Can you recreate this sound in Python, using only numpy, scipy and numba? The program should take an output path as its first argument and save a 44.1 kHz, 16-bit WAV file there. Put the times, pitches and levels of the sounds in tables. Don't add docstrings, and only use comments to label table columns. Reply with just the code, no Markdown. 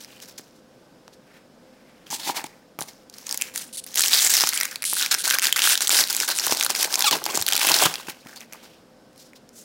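import sys
import numpy as np
from scipy import signal
from scipy.fft import rfft, irfft
from scipy.io import wavfile
from scipy.ndimage import uniform_filter1d
from numba import njit

SR = 44100
rng = np.random.default_rng(int(sys.argv[2]) if len(sys.argv) > 2 else 0)


def makeup_ratio(level_db):
    decades = np.asarray(level_db, float) / 20
    return 10 ** decades


def bounce(signal):
    frames = np.transpose(np.atleast_2d(signal))
    limited = np.clip(frames, -1, 1)
    pcm = np.round(limited * 32767).astype(np.int16)
    wavfile.write(sys.argv[1], SR, pcm)


N = 425124

# (frequency [Hz], density [dB per Hz])
AIR_SPECTRUM = [(30, 2), (80, -11.5), (244, 2), (382, -5.5), (509, -3), (1150, -15), (1530, -15.5),
                (2150, -21), (4500, -22.5), (5200, -20), (5900, -25), (15800, -36)]
# (frequency [Hz], rms level before wavering [dB])
FAN_TONES = [(258.4, -79.5), (516.8, -64.5), (1529, -75.5)]
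# (start [s], length [s], rustle level [dB], pitch of the taut foil [Hz])
GRIP_FITS = [(0.0, 0.024, -42, 5800), (0.038, 0.14, -51, 2920), (0.211, 0.036, -46, 5900),
             (0.277, 0.012, -42.5, 4940), (0.378, 0.006, -39.5, 5740), (2.062, 0.017, -48.5, 2900),
             (2.103, 0.043, -35.5, 7500), (2.196, 0.06, -38.5, 4020), (2.263, 0.048, -38, 2090),
             (2.345, 0.051, -36, 2060), (2.79, 0.022, -38, 9900), (2.875, 0.015, -40.5, 5500),
             (3.125, 0.13, -47.5, 6020), (3.263, 0.094, -38, 5600), (3.39, 0.098, -38.5, 2290),
             (3.538, 0.088, -35.5, 9100), (3.867, 0.18, -40.5, 5640), (3.953, 0.14, -23.5, 6800),
             (4.029, 0.03, -22, 5570), (4.109, 0.08, -19, 4440), (4.196, 0.076, -21.5, 7400),
             (4.295, 0.043, -21, 7900), (4.337, 0.006, -13, 6400), (4.339, 0.15, -22.5, 5100),
             (4.52, 0.15, -28, 2140), (4.711, 0.0027, -30.5, 1630), (4.845, 0.2, -40, 10500),
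             (4.967, 0.073, -21, 4000), (5.109, 0.018, -18.5, 3730), (5.237, 0.071, -22.5, 5040),
             (5.287, 0.073, -22.5, 1690), (5.419, 0.055, -21.5, 4330), (5.56, 0.034, -21, 2520),
             (5.616, 0.11, -17, 3340), (5.809, 0.034, -24, 6500), (5.904, 0.11, -17.5, 5000),
             (6.09, 0.16, -26.5, 6800), (6.277, 0.034, -20.5, 4200), (6.359, 0.12, -28, 5670),
             (6.43, 0.11, -24, 6060), (6.563, 0.089, -27.5, 4550), (6.694, 0.008, -23, 4630),
             (6.747, 0.02, -26, 6000), (6.785, 0.061, -22, 5000), (6.901, 0.047, -29, 5500),
             (6.975, 0.089, -28, 4170), (7.109, 0.047, -25, 4150), (7.262, 0.14, -30, 2380),
             (7.339, 0.058, -26, 6700), (7.462, 0.036, -29.5, 4000), (7.503, 0.065, -26, 3600),
             (7.59, 0.12, -21, 3030), (7.69, 0.12, -21, 4300), (7.796, 0.061, -18, 3230),
             (7.884, 0.059, -41, 3050), (7.998, 0.014, -40.5, 4260), (8.068, 0.041, -38, 2600),
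             (8.248, 0.094, -47, 1760), (8.351, 0.029, -45.5, 4580), (8.401, 0.024, -45.5, 2190),
             (8.523, 0.023, -43.5, 1990), (8.628, 0.032, -48.5, 4920)]
# (frequency [Hz], density [dB per Hz])
FOIL_SPECTRUM = [(710, -23.5), (1200, -9), (1570, 0.5), (5260, 5), (12300, -2.5), (15800, -1.5)]
# (time [s], small creases [dB])
CRACKLE = [(.5, -3), (2.3, -10), (3.2, -0.5), (4.0, 2), (4.15, -9), (4.33, -6), (4.5, 2.5), (4.9, -0.5),
           (5.3, 10.5), (5.551, 3), (5.7, 2), (6.1, 3), (6.9, 4), (7.5, 3), (7.9, -3)]
# (time [s], stack level above the rustle [dB])
BEARING = [(.3, -16), (2.1, -14), (2.4, -1), (3.2, -12.5), (3.6, -18), (3.999, -19.5), (4.6, -26.5),
           (4.949, -29), (5.15, -18.5), (5.65, -22), (5.95, -16), (6.5, -14), (7.001, -7.5), (7.3, 0),
           (7.5, -14), (7.85, -7.5), (8.3, -10), (9.6, 9)]
# (frequency [Hz], width [Hz], gain [dB])
STACK_MODES = [(169, 54, -13.5), (380, 180, -7.5), (942, 490, 3)]
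# (time [s], peak level [dB])
CREASE_SNAPS = [(0.0467, -26.5), (0.2016, -29.0), (0.3818, -27.5), (1.0792, -31.0), (2.441, -17.0),
                (2.7888, -19.0), (2.8078, -12.0), (2.8228, -12.0), (3.0981, -27.5), (3.1397, -27.0),
                (3.184, -22.5), (3.2678, -15.5), (3.2928, -13.5), (3.3114, -11.5), (3.3255, -8.5),
                (3.344, -11.0), (3.375, -8.5), (3.4134, -6.5), (3.4209, -3.0), (3.5595, -11.0),
                (3.5771, -8.5), (3.8644, -24.0), (3.9424, -18.5), (3.9568, -5.5), (3.9744, -5.5),
                (3.994, -1.5), (4.0072, -1.5), (4.0176, -3.5), (4.0225, -3.0), (4.0376, -2.5),
                (4.0604, -3.5), (4.0823, -2.5), (4.1432, -1.0), (4.2653, -2.0), (4.3177, -3.0),
                (4.3681, 0.5), (4.3773, -2.5), (4.408, 0.0), (4.4307, -5.5), (4.4383, -3.5), (4.4724, -5.5),
                (4.4902, 0.0), (4.5341, -5.5), (4.5754, -1.5), (4.6016, -7.0), (4.6107, -1.0),
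                (4.6326, -4.5), (4.6537, -9.0), (4.7582, -11.0), (4.8225, -9.0), (4.8298, -13.0),
                (4.8404, -11.5), (4.8524, -7.0), (4.9342, -2.5), (5.0257, -3.5), (5.062, -4.5),
                (5.1181, -6.0), (5.1424, -3.0), (5.1478, -5.0), (5.2775, -3.5), (5.3015, 0.0),
                (5.3087, -2.5), (5.3242, -5.5), (5.3412, -3.5), (5.346, -4.0), (5.386, -1.0),
                (5.3957, -5.0), (5.4424, -3.5), (5.4552, -2.5), (5.469, -3.5), (5.5259, 1.0),
                (5.5667, -7.5), (5.5773, -7.0), (5.5911, -5.0), (5.6198, 0.5), (5.6604, -2.5),
                (5.7541, -4.0), (5.7763, -4.0), (5.807, -5.5), (5.8218, -3.0), (5.8722, -3.5),
                (5.8791, -3.0), (5.8935, -1.0), (6.0386, -6.0), (6.0741, -12.0), (6.0853, -10.5),
                (6.1005, -9.5), (6.1059, -6.5), (6.1282, -5.0), (6.1486, -3.5), (6.1658, -2.0),
                (6.2017, -1.5), (6.2235, -7.5), (6.3873, -3.5), (6.3971, -4.0), (6.4664, -2.5),
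                (6.5231, -5.0), (6.5717, -4.0), (6.5984, -7.5), (6.6102, -1.5), (6.6272, -4.0),
                (6.6355, -4.5), (6.6477, -4.0), (6.6638, -2.5), (6.7034, -2.0), (6.7508, -8.5),
                (6.8292, -2.0), (6.8462, -5.0), (6.9266, -6.0), (6.9414, -1.5), (6.9557, -2.5),
                (6.9929, -2.0), (7.0066, 0.0), (7.0233, -2.5), (7.1108, -2.0), (7.2404, -10.0),
                (7.2548, -9.5), (7.2631, -7.5), (7.3539, -4.0), (7.3742, -1.5), (7.4139, -7.5),
                (7.4238, -5.5), (7.4649, -3.5), (7.4811, -5.0), (7.486, -5.0), (7.5116, -8.5),
                (7.5236, -3.0), (7.5331, -2.0), (7.5534, -2.5), (7.5646, -2.5), (7.5777, -3.5),
                (7.5949, -7.0), (7.6317, -3.5), (7.6491, -4.5), (7.6701, -3.0), (7.6806, -3.0),
                (7.6881, -2.5), (7.6951, -2.5), (7.7171, -3.5), (7.7413, -2.0), (7.7644, -5.0),
                (7.7877, -4.5), (7.8364, -2.0), (7.9402, -12.0), (7.9561, -11.5), (8.0972, -21.0),
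                (8.2704, -29.5), (8.3605, -26.0), (8.3685, -30.0), (8.4067, -24.5), (8.4146, -30.0),
                (8.5256, -26.0), (8.5335, -22.0), (9.1305, -43.0), (9.1603, -40.5), (9.1785, -34.5),
                (9.3331, -34.5), (9.4911, -35.5)]
# (time [s], peak level [dB], contact [ms])
STACK_KNOCKS = [(0.395, -30, 0.46), (1.08, -30, 0.017), (2.128, -27, 0.16), (2.268, -37, 0.26),
                (2.275, -23.5, 0.19), (2.293, -23, 0.2), (2.298, -17, 0.28), (2.39, -31, 0.11),
                (2.442, -23.5, 0.67), (2.7888, -15, 0.77), (2.814, -19.5, 0.93), (3.3461, -16.5, 0.062),
                (4.437, -4.5, 0.017), (4.93, -13.5, 0.015), (6.4712, -12.5, 0.087), (6.5231, -4.5, 0.3),
                (6.701, -13, 0.1), (7.263, -14, 0.082), (7.3748, -9.5, 0.12), (7.419, -26, 0.79),
                (7.648, -13, 0.14), (7.7176, -13, 0.21), (7.854, -11, 0.41), (7.8653, -8.5, 0.62),
                (8.0841, -18.5, 0.9), (8.261, -33, 0.41)]
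# (middle [s], length [s], level [dB], brightest frequency [Hz])
SOFT_RUBS = [(0.57, 0.087, -59, 4900), (1.139, 0.04, -52, 4170), (1.336, 0.3, -57.5, 1800),
             (1.935, 0.83, -61, 2000), (8.207, 0.11, -56, 4440), (8.653, 0.45, -55, 2970),
             (9.217, 0.25, -53.5, 5200), (9.368, 0.045, -49.5, 4600), (9.601, 0.19, -46.5, 6800)]
# (time [s], peak level [dB], frequency [Hz])
TABLE_THUDS = [(2.1, -39, 185), (2.267, -44, 175), (6.516, -37, 153), (7.4, -38, 96), (7.856, -27, 128),
               (8.077, -43, 149), (8.258, -36.5, 229)]
# (frequency [Hz], width [Hz], gain [dB])
BOX_MODES = [(885, 104, 9.5), (300, 89, 1), (4000, 4000, 2.5)]
# (start [s], length [s], first rate [Hz], last rate [Hz], typical click peak before the high-pass [dB])
SEAM_PEELS = [(3.728, 0.037, 910, 2420, -26.5), (3.771, 0.031, 2270, 1180, -22.5),
              (3.839, 0.0053, 695, 900, -22), (4.542, 0.022, 446, 590, -11.5),
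              (4.851, 0.06, 2666, 333.5, -15.5), (4.896, 0.11, 331, 259, -11),
              (5.185, 0.038, 610, 300, -13.5), (5.24, 0.035, 380, 245, -31), (5.63, .12, 170, 150, -6),
              (5.918, .1, 170, 160, -5), (6.351, 0.038, 244, 300, -10.5), (6.782, 0.036, 388, 700, -18)]
# (time [s], level above the rustle [dB])
POUCH_LEVEL = [(4.2, -46), (4.6, -19.5), (4.851, -24), (5.099, -5), (5.351, -9), (5.6, -18.5), (6.1, -11),
               (6.4, -16)]
# (start [s], length [s], first slip rate [Hz], last slip rate [Hz], rms level before the swell [dB])
FILM_SQUEAKS = [(7.04, 0.022, 880, 849, -19), (7.055, 0.048, 1450, 1130, -15.5),
                (7.124, 0.025, 1060, 860, -17), (7.298, 0.018, 1077, 1087, -26)]
# (frequency [Hz], width [Hz], gain [dB])
FILM_MODES = [(1050, 400, 3), (3400, 2200, 2), (7500, 3000, -8)]

AIR_DB, FAN_WAVER_DB = -53, 2.2
ROOM_T60_S, ROOM_DB = 0.36, -18
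RISE_DB, RISE_SHARE = 3, 0.32
FADE_DB_PER_S, DROP_DB_PER_S, SETTLE_DB, SETTLE_DB_PER_S = 5.5, 392, -10.5, 86
STACK_LINGERS = 0.036
SNAP_SCATTER_DB = 2.0
THUD_CYCLES = 1.17
BOX_START_S, BOX_END_S, BOX_DB = 2.1, 2.47, 6
PEEL_CLICK_S, PEEL_STUMBLE_HZ = .00015, 90
POUCH_HZ, POUCH_WIDTH_HZ = 1550, 170
SQUEAK_HISS_DB, SQUEAK_SWELL = -8, .55


def level(x, db):
    return x * makeup_ratio(db) / np.sqrt(np.mean(x ** 2))


def colour(x, points):
    hz, db = np.transpose(points)
    f = np.fft.rfftfreq(len(x), 1 / SR) + 1
    return irfft(rfft(x) * makeup_ratio(np.interp(np.log(f), np.log(hz), db)), len(x))


def band(x, edges_hz, kind):
    return signal.sosfilt(signal.butter(2, edges_hz, kind, fs=SR, output="sos"), x)


def resonance(f, hz, width):
    return 1 / (1 + 1j * (f ** 2 - hz ** 2) / (f * width))


def ring_modes(x, modes):
    f = np.fft.rfftfreq(x.shape[-1], 1 / SR) + 1
    response = sum(makeup_ratio(db) * resonance(f, hz, width) for hz, width, db in modes)
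    return irfft(rfft(x) * response, x.shape[-1])


def follow(points):
    return np.interp(np.arange(N) / SR, *np.transpose(points))


def walk(rate):
    k = int(SR / rate)
    held = np.repeat(rng.standard_normal(N // k + 1), k)
    return 1.267 * uniform_filter1d(uniform_filter1d(held, k), k)[:N]


def place(s, peak_db, sounds):
    out = np.zeros(N + sounds.shape[1])
    for start, db, sound in zip((s * SR).astype(int), peak_db, sounds):
        out[start:start + len(sound)] += makeup_ratio(db) * sound / np.abs(sound).max()
    return out[:N]


def room_tone():
    air = level(colour(rng.standard_normal(N), AIR_SPECTRUM), AIR_DB) * makeup_ratio(0.38 * walk(5.8))
    fan = np.zeros(N)
    for hz, db in FAN_TONES:
        loudness = np.sqrt(2) * makeup_ratio(db + FAN_WAVER_DB * walk(11))
        turns = hz * np.cumsum(1 + 0.00363 * walk(4.9)) / SR
        fan += loudness * np.sin(2 * np.pi * turns)
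    return air + fan


def room(x):
    t = np.arange(int(.4 * SR)) / SR
    tail = rng.standard_normal(len(t)) * np.exp(-np.log(1000) * t / ROOM_T60_S) * (t > .002)
    tail = signal.lfilter([1], [1, -.4], tail)
    return x + makeup_ratio(ROOM_DB) * signal.fftconvolve(x, tail / np.sqrt(np.sum(tail ** 2)))[:N]


def grip():
    grip_db, fallen_db, taut_hz = np.full(N, -90.), np.zeros(N), np.zeros(N)
    for start, length, db, hz in GRIP_FITS:
        i = np.arange(int(max(start, 0) * SR), min(N, int((start + 1) * SR)))
        since = i / SR - start
        after = np.maximum(since - length, 0)
        rise = RISE_DB * np.maximum(1 - since / (RISE_SHARE * length), 0)
        release = np.minimum(DROP_DB_PER_S * after, SETTLE_DB_PER_S * after - SETTLE_DB)
        fall = rise + FADE_DB_PER_S * since + release
        leads = db - fall > grip_db[i]
        grip_db[i[leads]] = (db - fall)[leads]
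        fallen_db[i[leads]] = fall[leads]
        taut_hz[i[leads]] = hz
    return grip_db, fallen_db, np.maximum(taut_hz, 1500)


def jerks():
    slips = (rng.random(N) < 200 / SR) * rng.random(N)
    relaxing = signal.lfilter([1], [1, -np.exp(-1 / (.005 * SR))], slips)
    return (.7 + relaxing) * makeup_ratio(1.0 * walk(120))


@njit
def grains(start, hz, cycles, size, n, sr):
    out = np.zeros(n)
    for k in range(len(start)):
        p = np.exp(2j * np.pi * hz[k] / sr - hz[k] / (cycles[k] * sr))
        z = size[k] + 0j
        for i in range(start[k], min(n, start[k] + int(6 * cycles[k] * sr / hz[k]))):
            out[i] += z.imag
            z *= p
    return out


def buckles(centre_hz, octaves, cycles, spread_db, count):
    when, pitch, ring, size = rng.random((count, 4)).T
    start = (when * N).astype(np.int64)
    scatter = octaves * np.log(pitch / (1 - pitch)) / 2
    hz = np.clip(centre_hz[start] * 2 ** scatter, 100, .4 * SR)
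    size = makeup_ratio(-spread_db * np.log(size + 0.021)) * np.sqrt(hz)
    return level(grains(start, hz, cycles * (.5 + ring), size, N, 1. * SR), 0)


def creases(s, peak_db, hz, lasts_s=0.00074):
    t = np.arange(1024) / SR
    f = np.fft.rfftfreq(len(t), 1 / SR) + 1
    noise = rng.standard_normal((len(s), len(t) + 2))
    lasts = lasts_s * makeup_ratio(3.0 * noise[:, -1:])
    other_hz = np.clip(5000 * makeup_ratio(5.9 * noise[:, -2:-1]), 1500, .25 * SR)
    burst = noise[:, :-2] * (np.exp(-t / lasts) + makeup_ratio(-26.0) * np.exp(-t / 0.009))
    ring = resonance(f, hz[:, None], 0.22 * hz[:, None])
    ring = ring + makeup_ratio(-2.0) * resonance(f, other_hz, 0.19 * other_hz)
    ring = ring + makeup_ratio(-8.5) * resonance(f, 5540, 4100)
    return place(s, peak_db, irfft(rfft(burst) * ring, len(t)))


def stack(x):
    return ring_modes(x, STACK_MODES)


def rustle():
    grip_db, fallen_db, taut_hz = grip()
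    body_db = follow(BEARING) + STACK_LINGERS * fallen_db
    crackle_db = follow(CRACKLE)
    sheet = level(colour(rng.standard_normal(N), FOIL_SPECTRUM), 0)
    taut = buckles(taut_hz, octaves=0.19, cycles=3.1, spread_db=6.5, count=12000)
    pushes = buckles(np.full(N, 600.), octaves=0.72, cycles=0.71, spread_db=5.5, count=8000)
    when, size, pitch = rng.random((3000, 3)).T
    small = creases(when * (N / SR), 5.0 + 10.0 * size ** 3, 1500 * 2 ** (2.8 * pitch), lasts_s=.0004)
    tautness = uniform_filter1d(np.log2(taut_hz / 4000), 200)
    wide = makeup_ratio(-2.0 * tautness) * np.sqrt(jerks()) * band(sheet, [700, 2800], "band")
    narrow = np.sqrt(jerks()) * band(sheet, 1820, "high")
    ringing = makeup_ratio(-3.5 + 2.0 * tautness - 0.13 * crackle_db) * taut
    hand = jerks() ** np.clip(1.5 + crackle_db / 10, .2, 1)
    foil = level(hand * (wide + narrow + ringing), 0)
    foil = makeup_ratio(-crackle_db / 2) * foil + makeup_ratio(crackle_db / 2) * small
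    dull = band(foil, 6500, "low")
    foil = dull + makeup_ratio(0.079 * (grip_db + 7.5) + 0.81 * tautness) * (foil - dull)
    sliding = hand * makeup_ratio(8.2 * walk(39.79) - 1.0) * rng.standard_normal(N)
    body = makeup_ratio(body_db) * level(hand * stack(pushes), 0)
    return makeup_ratio(grip_db) * (band(foil, 660, "high") + pouch(foil) + box(sliding) + body)


def snaps():
    s, peak_db = np.transpose(CREASE_SNAPS)
    taut_hz = grip()[2][(s * SR).astype(int)]
    hz = taut_hz * makeup_ratio(SNAP_SCATTER_DB * rng.standard_normal(len(s)))
    return creases(s, peak_db, np.clip(hz, 2300, .27 * SR))


def knocks():
    s, peak_db, contact_ms = np.transpose(STACK_KNOCKS)
    t_ms = np.arange(4096) * 1000 / SR
    rough = 1 + 1.02 * rng.standard_normal((len(s), len(t_ms)))
    push = rough * t_ms * np.exp(-t_ms / contact_ms[:, None])
    return place(s, peak_db, stack(push))


def rubs():
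    out = np.zeros(2 * N)
    grain = np.tile(rng.standard_normal(N) * makeup_ratio(2.8 * walk(90)), 2)
    for middle, length, db, hz in SOFT_RUBS:
        i = np.arange(int((middle - length / 2) * SR), int((middle + length / 2) * SR))
        f = np.fft.rfftfreq(len(i), 1 / SR) + 1
        tint = resonance(f, hz, .5 * hz) + makeup_ratio(-27) * resonance(f, 4000, 16000)
        rub = irfft(rfft(grain[i]) * tint, len(i))
        out[i] += np.hanning(len(i)) * level(rub, db)
    return out[:N]


def thuds():
    s, peak_db, hz = np.transpose(TABLE_THUDS)
    cycles = np.arange(4096) / SR * hz[:, None]
    return place(s, peak_db, cycles * np.exp(-2 * cycles / THUD_CYCLES) * np.sin(2 * np.pi * cycles))


def box(x):
    t = np.arange(N) / SR
    return (t > BOX_START_S) * (t < BOX_END_S) * makeup_ratio(BOX_DB) * ring_modes(x, BOX_MODES)


def peels():
    when, peak_db = [], []
    chance = rng.standard_normal((len(SEAM_PEELS), 128, 2))
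    for (start, length, first_hz, last_hz, db), draws in zip(SEAM_PEELS, chance):
        s = 0.
        for late, size in draws:
            if s < length:
                when.append(start + s)
                peak_db.append(db + 2.0 * size)
            rate = first_hz * (last_hz / first_hz) ** min(s / length, 1)
            s += np.exp(min(PEEL_STUMBLE_HZ / rate, .3) * late) / rate
    t = np.arange(128) / SR
    f = np.fft.rfftfreq(len(t), 1 / SR) + 1
    rough = 1 + .2 * rng.standard_normal((len(when), len(t)))
    tick = rough * np.exp(-t / PEEL_CLICK_S) * np.cos(2 * np.pi * 9500 * t)
    film = resonance(f, 8200, 6700) + makeup_ratio(17.0) * resonance(f, 3800, 2200)
    clicks = place(np.array(when), peak_db, irfft(rfft(tick) * film, len(t)))
    return band(clicks, 2700, "high")


def pouch(x):
    ring = ring_modes(x, [(POUCH_HZ, POUCH_WIDTH_HZ, 0)])
    return makeup_ratio(follow(POUCH_LEVEL)) * level(ring, 0)


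def squeaks():
    out = np.zeros(N)
    chance, waver, patchy = rng.standard_normal(N), walk(180), makeup_ratio(2.0 * walk(300))
    for start, length, first_hz, last_hz, db in FILM_SQUEAKS:
        i = np.arange(int(start * SR), int((start + length) * SR))
        share = np.linspace(0, 1, len(i))
        rate = last_hz + (first_hz - last_hz) * (1 - share) ** 2
        wobble = 1 + 0.32 * uniform_filter1d(chance[i], 30) + .018 * waver[i]
        phase = 2 * np.pi * np.cumsum(rate * wobble) / SR
        slips = np.zeros(len(i))
        for hz, width, gain_db in FILM_MODES:
            for k in range(1, 8):
                slips += np.real(np.exp(1j * k * phase) * resonance(k * rate, hz, width)) * makeup_ratio(gain_db)
        hiss = level(np.diff(chance[i], prepend=0), SQUEAK_HISS_DB)
        swell = np.sin(np.pi * share ** SQUEAK_SWELL) * patchy[i]
        out[i] += swell * level(level(slips, 0) + hiss, db)
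    return out


def scene():
    bumps = knocks()
    hands = rustle() + snaps() + bumps + box(bumps) + peels() + squeaks() + rubs()
    return (room(band(hands, 160, "high") + thuds()) + room_tone())[None]


def roll_off(x):
    return signal.sosfilt(signal.butter(12, 17010, fs=SR, output="sos"), x)


def record(dry):
    rounded = band(np.tanh(dry), 70, "high")
    low_pass = signal.ellip(8, .2, 60, 15800, fs=SR, output="sos")
    mix = signal.sosfilt(low_pass, rounded)
    return roll_off(mix)


dry = scene()
out = record(dry)
bounce(out)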